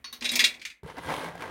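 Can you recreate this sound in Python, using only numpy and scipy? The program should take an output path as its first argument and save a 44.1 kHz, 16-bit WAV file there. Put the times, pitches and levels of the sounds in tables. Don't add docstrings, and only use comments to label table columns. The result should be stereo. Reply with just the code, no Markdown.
import sys
import numpy as np
from scipy import signal
from scipy.fft import rfft, irfft, next_fast_len
from scipy.io import wavfile

SR = 44100
rng = np.random.default_rng(int(sys.argv[2]) if len(sys.argv) > 2 else 0)


def level_to_linear(level):
    exponent = np.asarray(level, float) / 20
    return 10 ** exponent


def transcribe(u):
    v = np.clip(np.atleast_2d(u).T, -1, 1)
    q = np.round(v * 32767).astype(np.int16)
    wavfile.write(sys.argv[1], SR, q)


N = 66150

# frequency in Hz, level in dB per Hz.
SUGAR_COLOUR = [(1470, -17.5), (2500, -7), (3040, 0.5), (7420, -19.5), (9220, -12.5), (14800, -24.5),
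                (16000, -14.5)]


def unit(x):
    return x / np.sqrt(np.mean(x ** 2) + 1e-20)


def along(points, hz):
    f, v = np.transpose(points)
    return np.interp(np.log(hz + 1), np.log(f + 1), v)


def curves(rows):
    s, *cols = np.transpose(rows)
    return [np.interp(np.arange(N) / SR, s, c) for c in cols]


def seconds(length):
    return np.arange(length) / SR


def filtered(x, response):
    m = next_fast_len(N + SR // 2)
    return irfft(rfft(x, m) * response(np.fft.rfftfreq(m, 1 / SR)), m)[..., :N]


def causal(spectrum):
    def response(hz):
        cep = irfft(np.log(level_to_linear(along(spectrum, hz)) + 1e-6))
        cep[1:len(cep) // 2] *= 2
        cep[len(cep) // 2 + 1:] = 0
        return np.exp(rfft(cep))
    return response


def pair(alike):
    a, b = rng.standard_normal((2, N))
    u = np.arccos(np.clip(alike, -1, 1)) / 2
    return np.array([np.cos(u) * a + np.sin(u) * b, np.cos(u) * a - np.sin(u) * b])


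def clicks(share, size_db, spread_db):
    on = rng.random(N) < share
    size = np.minimum(rng.exponential(1, N), 3)
    side = rng.standard_normal(N) * [[.5], [-.5]]
    sign = np.sign(rng.standard_normal(N))
    return unit(on * sign * level_to_linear(size_db * size + np.clip(spread_db, 0, 5) * side))


def add(track, sound, s):
    part = track[..., round(s * SR):][..., :sound.shape[-1]]
    part += sound[..., :part.shape[-1]]


def ring(modes, fav_hz, wide_oct, rough, longest_s):
    rough_hz, blur_s = 55, .08
    t = seconds(SR // 3)
    hz, level_db, t60 = np.transpose(modes)[:, :, None]
    near = np.exp(-.5 * (np.log2(hz / fav_hz) / wide_oct) ** 2)
    luck_db = rng.standard_normal((len(modes), 1))

    knots = rng.standard_normal((2, 2, len(modes), int(rough_hz / 3) + 2))
    at = t * rough_hz
    low = at.astype(int)
    part = np.sin(np.pi / 2 * (at % 1)) ** 2
    wobble = knots[..., low] * (1 - part) + knots[..., low + 1] * part
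    a, b = (rough * (1 - near) + np.minimum(t / blur_s, 2)) * wobble

    fade_s = np.clip(t60, .02, longest_s * np.minimum(1, 5000 / hz)) * (1 + near / 2)
    gain = level_to_linear(level_db + 11 * near + luck_db - 60 * t / fade_s)
    gain = gain / np.sqrt(1 + (t / blur_s) ** 2) * (1 - np.exp(-t / 0.00022))
    turn = 2 * np.pi * hz * t
    return (gain * ((1 + a) * np.sin(turn) + b * np.cos(turn))).sum(1)


def hush():
    # frequency in Hz, level in dB per Hz.
    colour = [(20, -40.5), (52, -7), (100, -28.5), (250, -26), (1000, -40), (2200, -37), (5000, -57),
              (16000, -52)]
    # time in seconds, gain in dB.
    gain_points = [(0, 11), (.04, 8), (.68, 7), (.76, -7), (.83, -3), (.84, -4)]
    noise = unit(filtered(pair(0.34), lambda hz: level_to_linear(along(colour, hz))))
    return level_to_linear(-69 + curves(gain_points)[0]) * noise


def room(x):
    # frequency in Hz, time to fall by 60 dB in seconds.
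    fade_times = [(200, 0.55), (2000, 0.27), (5000, 0.16), (14000, 0.23)]
    hz, t, z = signal.stft(rng.standard_normal((2, SR // 2)), SR, nperseg=256)
    tail = signal.istft(z * level_to_linear(-60 * t / along(fade_times, hz)[:, None]), SR, nperseg=256)[1]
    late = np.pad(x.mean(0), (250, 0))[None]
    return signal.fftconvolve(late, tail / np.linalg.norm(tail[0]), axes=1)[:, :N]


def jar_air():
    # start in seconds, peak level in dB.
    booms = [
        (0.043, -61),
        (0.126, -53.5),
        (0.216, -39),
        (0.244, -49.5),
        (0.316, -37.5),
        (0.338, -37.5),
        (0.418, -40.5),
        (0.574, -59.5),
    ]
    # time in seconds, pitch in Hz.
    air_pitch = [(0, 243), (.53, 240.7), (.7, 332)]
    # frequency in Hz, level in dB per Hz.
    thump_colour = [(30, -37.5), (55, -2), (130, -16.5), (300, -4), (1100, -9), (1600, -19.5), (16000, -94)]
    swell, shake, t = np.zeros(N), np.zeros(N), seconds(SR // 2)
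    for s, db in booms:
        add(swell, level_to_linear(db + 3.0 - 60 * t / 0.17) * (1 - np.exp(-t / 0.0052)), s)
        add(shake, level_to_linear(2 * (db - 60 * t / 0.47)), s)
    boom = swell * np.sin(2 * np.pi * np.cumsum(curves(air_pitch)[0]) / SR)
    thump = unit(filtered(pair(0.79) + clicks(0.011, size_db=3.5, spread_db=2.0), causal(thump_colour)))
    return boom * level_to_linear([[.6], [-.6]]) + level_to_linear(-6) * np.sqrt(shake) * thump


def rim_clinks():
    # start in seconds, peak level in dB, sugar snap in dB, favoured pitch in Hz.
    clinks = [
        (.043, -30, -37, 4430),
        (.127, -32.5, 1, 4236),
    ]
    # pitch in Hz, level in dB, time to fall by 60 dB in seconds.
    rim_modes = [(1100, -2, 0.081), (1530, -17.5, .06), (1980, -11.5, 0.1), (2465, -22.5, .1),
                 (3670, -8, 0.054), (3560, -8.5, 0.069), (3820, 6, 0.079), (4236, -16.5, .12),
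                 (4430, -10.5, 0.13), (4930, -14, 0.11), (5800, -9, 0.16), (9300, -11.5, 0.11),
                 (8850, -23.5, 0.083)]
    # frequency in Hz, level in dB per Hz.
    tick_colour = [(300, -51), (1100, 1), (3800, 4), (6500, 1), (7500, -47), (9000, -20.5), (16000, -21)]
    out, t = np.zeros((2, N)), seconds(SR // 3)
    for s, db, snap_db, fav_hz in clinks:
        tick = level_to_linear(-60 * t / 0.18) * unit(filtered(pair(0.59), causal(tick_colour)))[:, :len(t)]
        snap = level_to_linear(snap_db - 60 * t / 0.11) * np.diff(pair(0.21))[:, :len(t)]
        glass = ring(rim_modes, fav_hz, wide_oct=.05, rough=.45, longest_s=.16)
        add(out, level_to_linear(db - 9.5) * (glass + tick + snap) * level_to_linear([[1], [-1]]), s)
    return out


def handful():
    # start in seconds, peak level in dB, wall ring over clatter in dB, favoured pitch in Hz.
    drops = [(.0014, -66, -20, 2150), (0.209, -26, -7.5, 4140), (.222, -18.5, -8.5, 2470),
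             (0.2441, -21, 6, 3815), (0.2529, -16, 3.5, 3815), (.2555, -16, -3, 2763),
             (0.2906, -19, 5.5, 3860), (.2925, -22.5, 5.5, 5350), (0.3166, -18.5, -0.5, 8700),
             (0.33, -17, -5, 2130), (0.3373, -25.5, 10, 5400), (0.3553, -11, -4, 5350),
             (.3575, -18, 6, 11400), (0.362, -13.5, -10, 4137), (0.375, -44, -10, 3287),
             (0.3922, -5.5, 1.5, 2153), (.398, -11, -1, 3287), (0.4036, -10, 4, 1946),
             (0.4156, -21.5, 5.5, 2763), (0.4365, -18.5, -1, 2150), (0.4409, -4, 0, 3815),
             (0.4464, -9.5, 1.5, 3287), (0.45, -15, 0.5, 2471), (.4565, -25, 0.5, 4848),
             (0.4616, -17, 6, 2763), (.467, -37, -8.5, 6250), (.541, -30, -12.5, 3463),
             (.596, -36.5, -11, 4137), (0.6154, -25.5, -6, 2470), (0.651, -16.5, -7, 2153),
             (.653, -36.5, 10.5, 6250), (0.7005, -29.5, -5, 2153)]
    wall_hz = [1946, 2153, 2471, 2763, 3287, 3463, 3815, 4137, 4848, 5350, 6250, 11400, 8700, 6755]
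    # level in dB, time to fall by 60 dB in seconds.
    wall_levels = [(-5.5, 0.051), (-9.5, 0.13), (-6.5, 0.087), (-5.5, 0.22), (-4.5, 0.077), (4, 0.1),
                   (-3, 0.074), (-2.5, 0.092), (-4, 0.14), (-4, 0.023), (-1, 0.028), (-12, 0.028),
                   (-8, 0.1), (-11.5, 0.054)]
    # frequency in Hz, level in dB per Hz.
    clatter_colour = [(530, -55.5), (900, -25.5), (2420, 6.5), (3000, -11), (3730, -4), (5610, -10),
                      (16000, -32.5)]
    wall, shake, sharp = np.zeros((2, N)), np.zeros(N), np.zeros((2, N))
    t = seconds(SR // 3)
    modes = np.column_stack([wall_hz, wall_levels])
    rise = 1 - np.exp(-t / 0.0015)
    for s, db, ring_db, spot_hz in drops:
        fav_hz = min(wall_hz, key=lambda hz: abs(hz - spot_hz))
        longest_s = max(.2 - .33 * s, .055)
        glass = ring(modes, fav_hz, wide_oct=.025, rough=.45, longest_s=longest_s)
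        add(wall, level_to_linear(db + ring_db - 19) * glass, s)
        add(shake, level_to_linear(2 * (db - 60 * t / 0.12)) * rise ** 2, s)
        fade = level_to_linear(db - 60 * t / 0.07) * rise + level_to_linear(db + 2 - 60 * t / 0.0094)
        band = signal.butter(2, [fav_hz * 0.84, fav_hz * 1.385], "bp", fs=SR, output="sos")
        add(sharp, signal.sosfilt(band, fade * pair(0.29)[:, :len(t)]), s)
    contacts = 1.07 * pair(0.087) + clicks(0.054, size_db=-2.5, spread_db=9)
    grit = unit(filtered(contacts, causal(clatter_colour)))
    top = filtered(grit, lambda hz: (1j * hz / (4700 + 1j * hz)) ** 2)
    clatter = np.sqrt(shake) * (grit - top) + level_to_linear(8.5) * shake ** 0.58 * top
    return (wall + level_to_linear(-13.5) * clatter + level_to_linear(-5) * sharp) * level_to_linear([[1.75], [-1.75]])


def counter_thud():
    # time in seconds, level in dB.
    press = [(.83, -30.5), (.87, -41.5), (.9, -49), (.95, -71), (1, -44), (1.11, -34.5), (1.22, -54),
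             (1.28, -42.5), (1.37, -47.5), (1.45, -41)]
    # frequency in Hz, level in dB per Hz.
    thud_colour = [(30, -23), (58, -5.5), (100, -10.5), (155, -3.5), (200, -10.5), (300, -52.5)]
    thud = unit(filtered(pair(0.85), lambda hz: level_to_linear(along(thud_colour, hz))))
    return level_to_linear(curves(press)[0] - 7.0) * thud


def tin_floor():
    # time in seconds, level in dB, pitch in Hz.
    flex = [(.835, -61.5, 159.8), (.845, -38.5, 158.8), (.864, -44.5, 154.3), (.902, -70, 158.6),
            (.958, -73, 170.6), (1.016, -57, 160), (1.085, -41.5, 154.8), (1.118, -38, 155),
            (1.152, -52.5, 160), (1.182, -40, 151), (1.205, -56, 164.6), (1.284, -43.5, 172),
            (1.33, -65, 161.6), (1.36, -48, 178.8), (1.394, -60, 161.5), (1.456, -47.5, 151),
            (1.5, -50, 167.6)]
    db, hz = curves(flex)
    return level_to_linear(db + 2.0) * np.sin(2 * np.pi * np.cumsum(hz) / SR)


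def rolling_heap(bumps):
    # time in seconds, level in dB.
    dig = [(.83, -50.5), (.87, -48.5), (.9, -37.5), (.94, -57.5), (.985, -35.5), (1.02, -48), (1.06, -37),
           (1.12, -28), (1.155, -37.5), (1.2, -34.5), (1.27, -37), (1.33, -46.5), (1.39, -45), (1.425, -36),
           (1.46, -40), (1.5, -40)]
    # frequency in Hz, level in dB per Hz.
    heap_colour = [(150, -43), (250, -2), (383, -3.5), (1020, -4.5), (6000, -23), (7800, -37),
                   (13200, -120)]
    # pitch in Hz, width in Hz, level in dB.
    panel_modes = [(160, 26, -33), (510, 22.5, 6), (880, 46, -2.5), (1613, 63, 2), (1963, 210, -2.5)]

    def panels(f):
        total = 0
        for k, (c, w, db) in enumerate(panel_modes):
            total = total + (-1) ** k * level_to_linear(db) * 1j * f * w / (c * c - f * f + 1j * f * w)
        return total
    roll = unit(filtered(bumps + 0.9 * pair(0.27), causal(heap_colour)))
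    roll = roll + level_to_linear(-3.0) * unit(filtered(bumps, panels))
    return level_to_linear(curves(dig)[0] - 2.0) * roll


def grinding_sugar(bumps):
    # time in seconds, level in dB.
    slide = [(0.835, -84), (0.839, -80), (0.881, -58), (0.943, -65.5), (1.117, -46.5), (1.261, -50.5),
             (1.333, -66.5), (1.431, -57), (1.5, -62)]
    grains = 0.71 * bumps + clicks(0.15, size_db=14.0, spread_db=21) + 1.9 * pair(0.11)
    return level_to_linear(curves(slide)[0] + 5.5) * unit(filtered(grains, causal(SUGAR_COLOUR)))


def snapping_crusts():
    # start in seconds, peak level in dB.
    snaps = [(0.8624, -52.5), (0.8754, -41.5), (0.9018, -43), (0.9672, -56), (0.9832, -38.5), (1.0204, -46),
             (1.038, -49), (1.0625, -30.5), (1.1274, -34), (1.1404, -33.5), (1.1653, -24.5),
             (1.1944, -29.5), (1.2644, -37), (1.3538, -54.5), (1.3664, -50), (1.4137, -33), (1.4227, -47.5),
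             (1.4594, -53)]
    out, t = np.zeros((2, N)), seconds(SR // 20)
    crust = unit(filtered(pair(0.58), causal(SUGAR_COLOUR)))
    for s, db in snaps:
        piece = crust[:, round(s * SR / 2):][:, :len(t)]
        add(out, level_to_linear(db - 5 - 60 * t / 0.0087) * piece, s)
    return out


def candy_knocks():
    # start in seconds, peak level in dB, pitch in Hz.
    knocks = [(0.833, -32, 405), (0.862, -29, 462), (0.9, -33.5, 958), (0.944, -34, 488),
              (0.969, -29.5, 807), (0.982, -25, 934), (1.036, -30, 1047), (1.054, -29, 944),
              (1.071, -32, 940), (1.08, -30.5, 510), (1.087, -24.5, 918), (1.102, -20, 1001),
              (1.124, -21.5, 768), (1.139, -17, 1016), (1.176, -25.5, 535), (1.193, -30.5, 610),
              (1.234, -23, 500), (1.244, -23.5, 1023), (1.285, -28, 885), (1.3535, -26.5, 736),
              (1.378, -36, 1580), (1.407, -29.5, 1615), (1.4221, -21, 1068), (1.46, -27.5, 498)]
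    out, t = np.zeros((2, N)), seconds(SR // 20)
    for s, db, hz in knocks:
        knock = np.sin(2 * np.pi * hz * t) * level_to_linear(-60 * t * hz / 22)
        knock = knock + 0.29 * np.sin(2 * np.pi * 2.184 * hz * t) * level_to_linear(-60 * t / 0.058)
        puff = signal.lfilter([.5], [1, -1.2, .36], pair(0.14)[:, :len(t)])
        add(out, level_to_linear(db - 5.5) * (knock + hz / 2500 * level_to_linear(-60 * t / 0.033) * puff), s)
    return out


def tin():
    bumps = clicks(.025, size_db=5.5, spread_db=6)
    out = rolling_heap(bumps) + grinding_sugar(bumps) + counter_thud() + tin_floor()
    out = out + candy_knocks() + snapping_crusts()
    lag_s = .0001 * np.array([[1], [0]])
    out = filtered(out, lambda hz: np.exp(-2j * np.pi * hz * lag_s))
    start = np.clip((np.arange(N) / SR - .8305) / 0.0025, 0, 1) ** 2
    return out * start * level_to_linear([[.9], [-.9]])


def scene():
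    jar = rim_clinks() + handful() + jar_air()
    heap = tin()
    return jar + level_to_linear(-6.0) * room(jar) + heap + level_to_linear(-8.5) * room(heap) + hush()


def top_cut(x):
    return signal.sosfilt(signal.butter(12, 16300, fs=SR, output="sos"), x)


def record(dry):
    # frequency in Hz, gain of the left-right difference in dB.
    spread = [(50, -17.5), (250, -12), (1000, -1.5), (5000, 1.5), (14000, 2)]
    mid = dry.mean(0)
    side = (dry[0] - dry[1] - 0.051 * dry.sum(0)) / 2
    side = filtered(side, lambda hz: level_to_linear(along(spread, hz)))
    heard = np.array([mid * 1.106 + side, mid * 0.93 - side])
    heard = filtered(heard, lambda hz: (hz < 15900) * (1j * hz / (45 + 1j * hz)) ** 2)
    return top_cut(heard)


dry = scene()
out = record(dry)
transcribe(out)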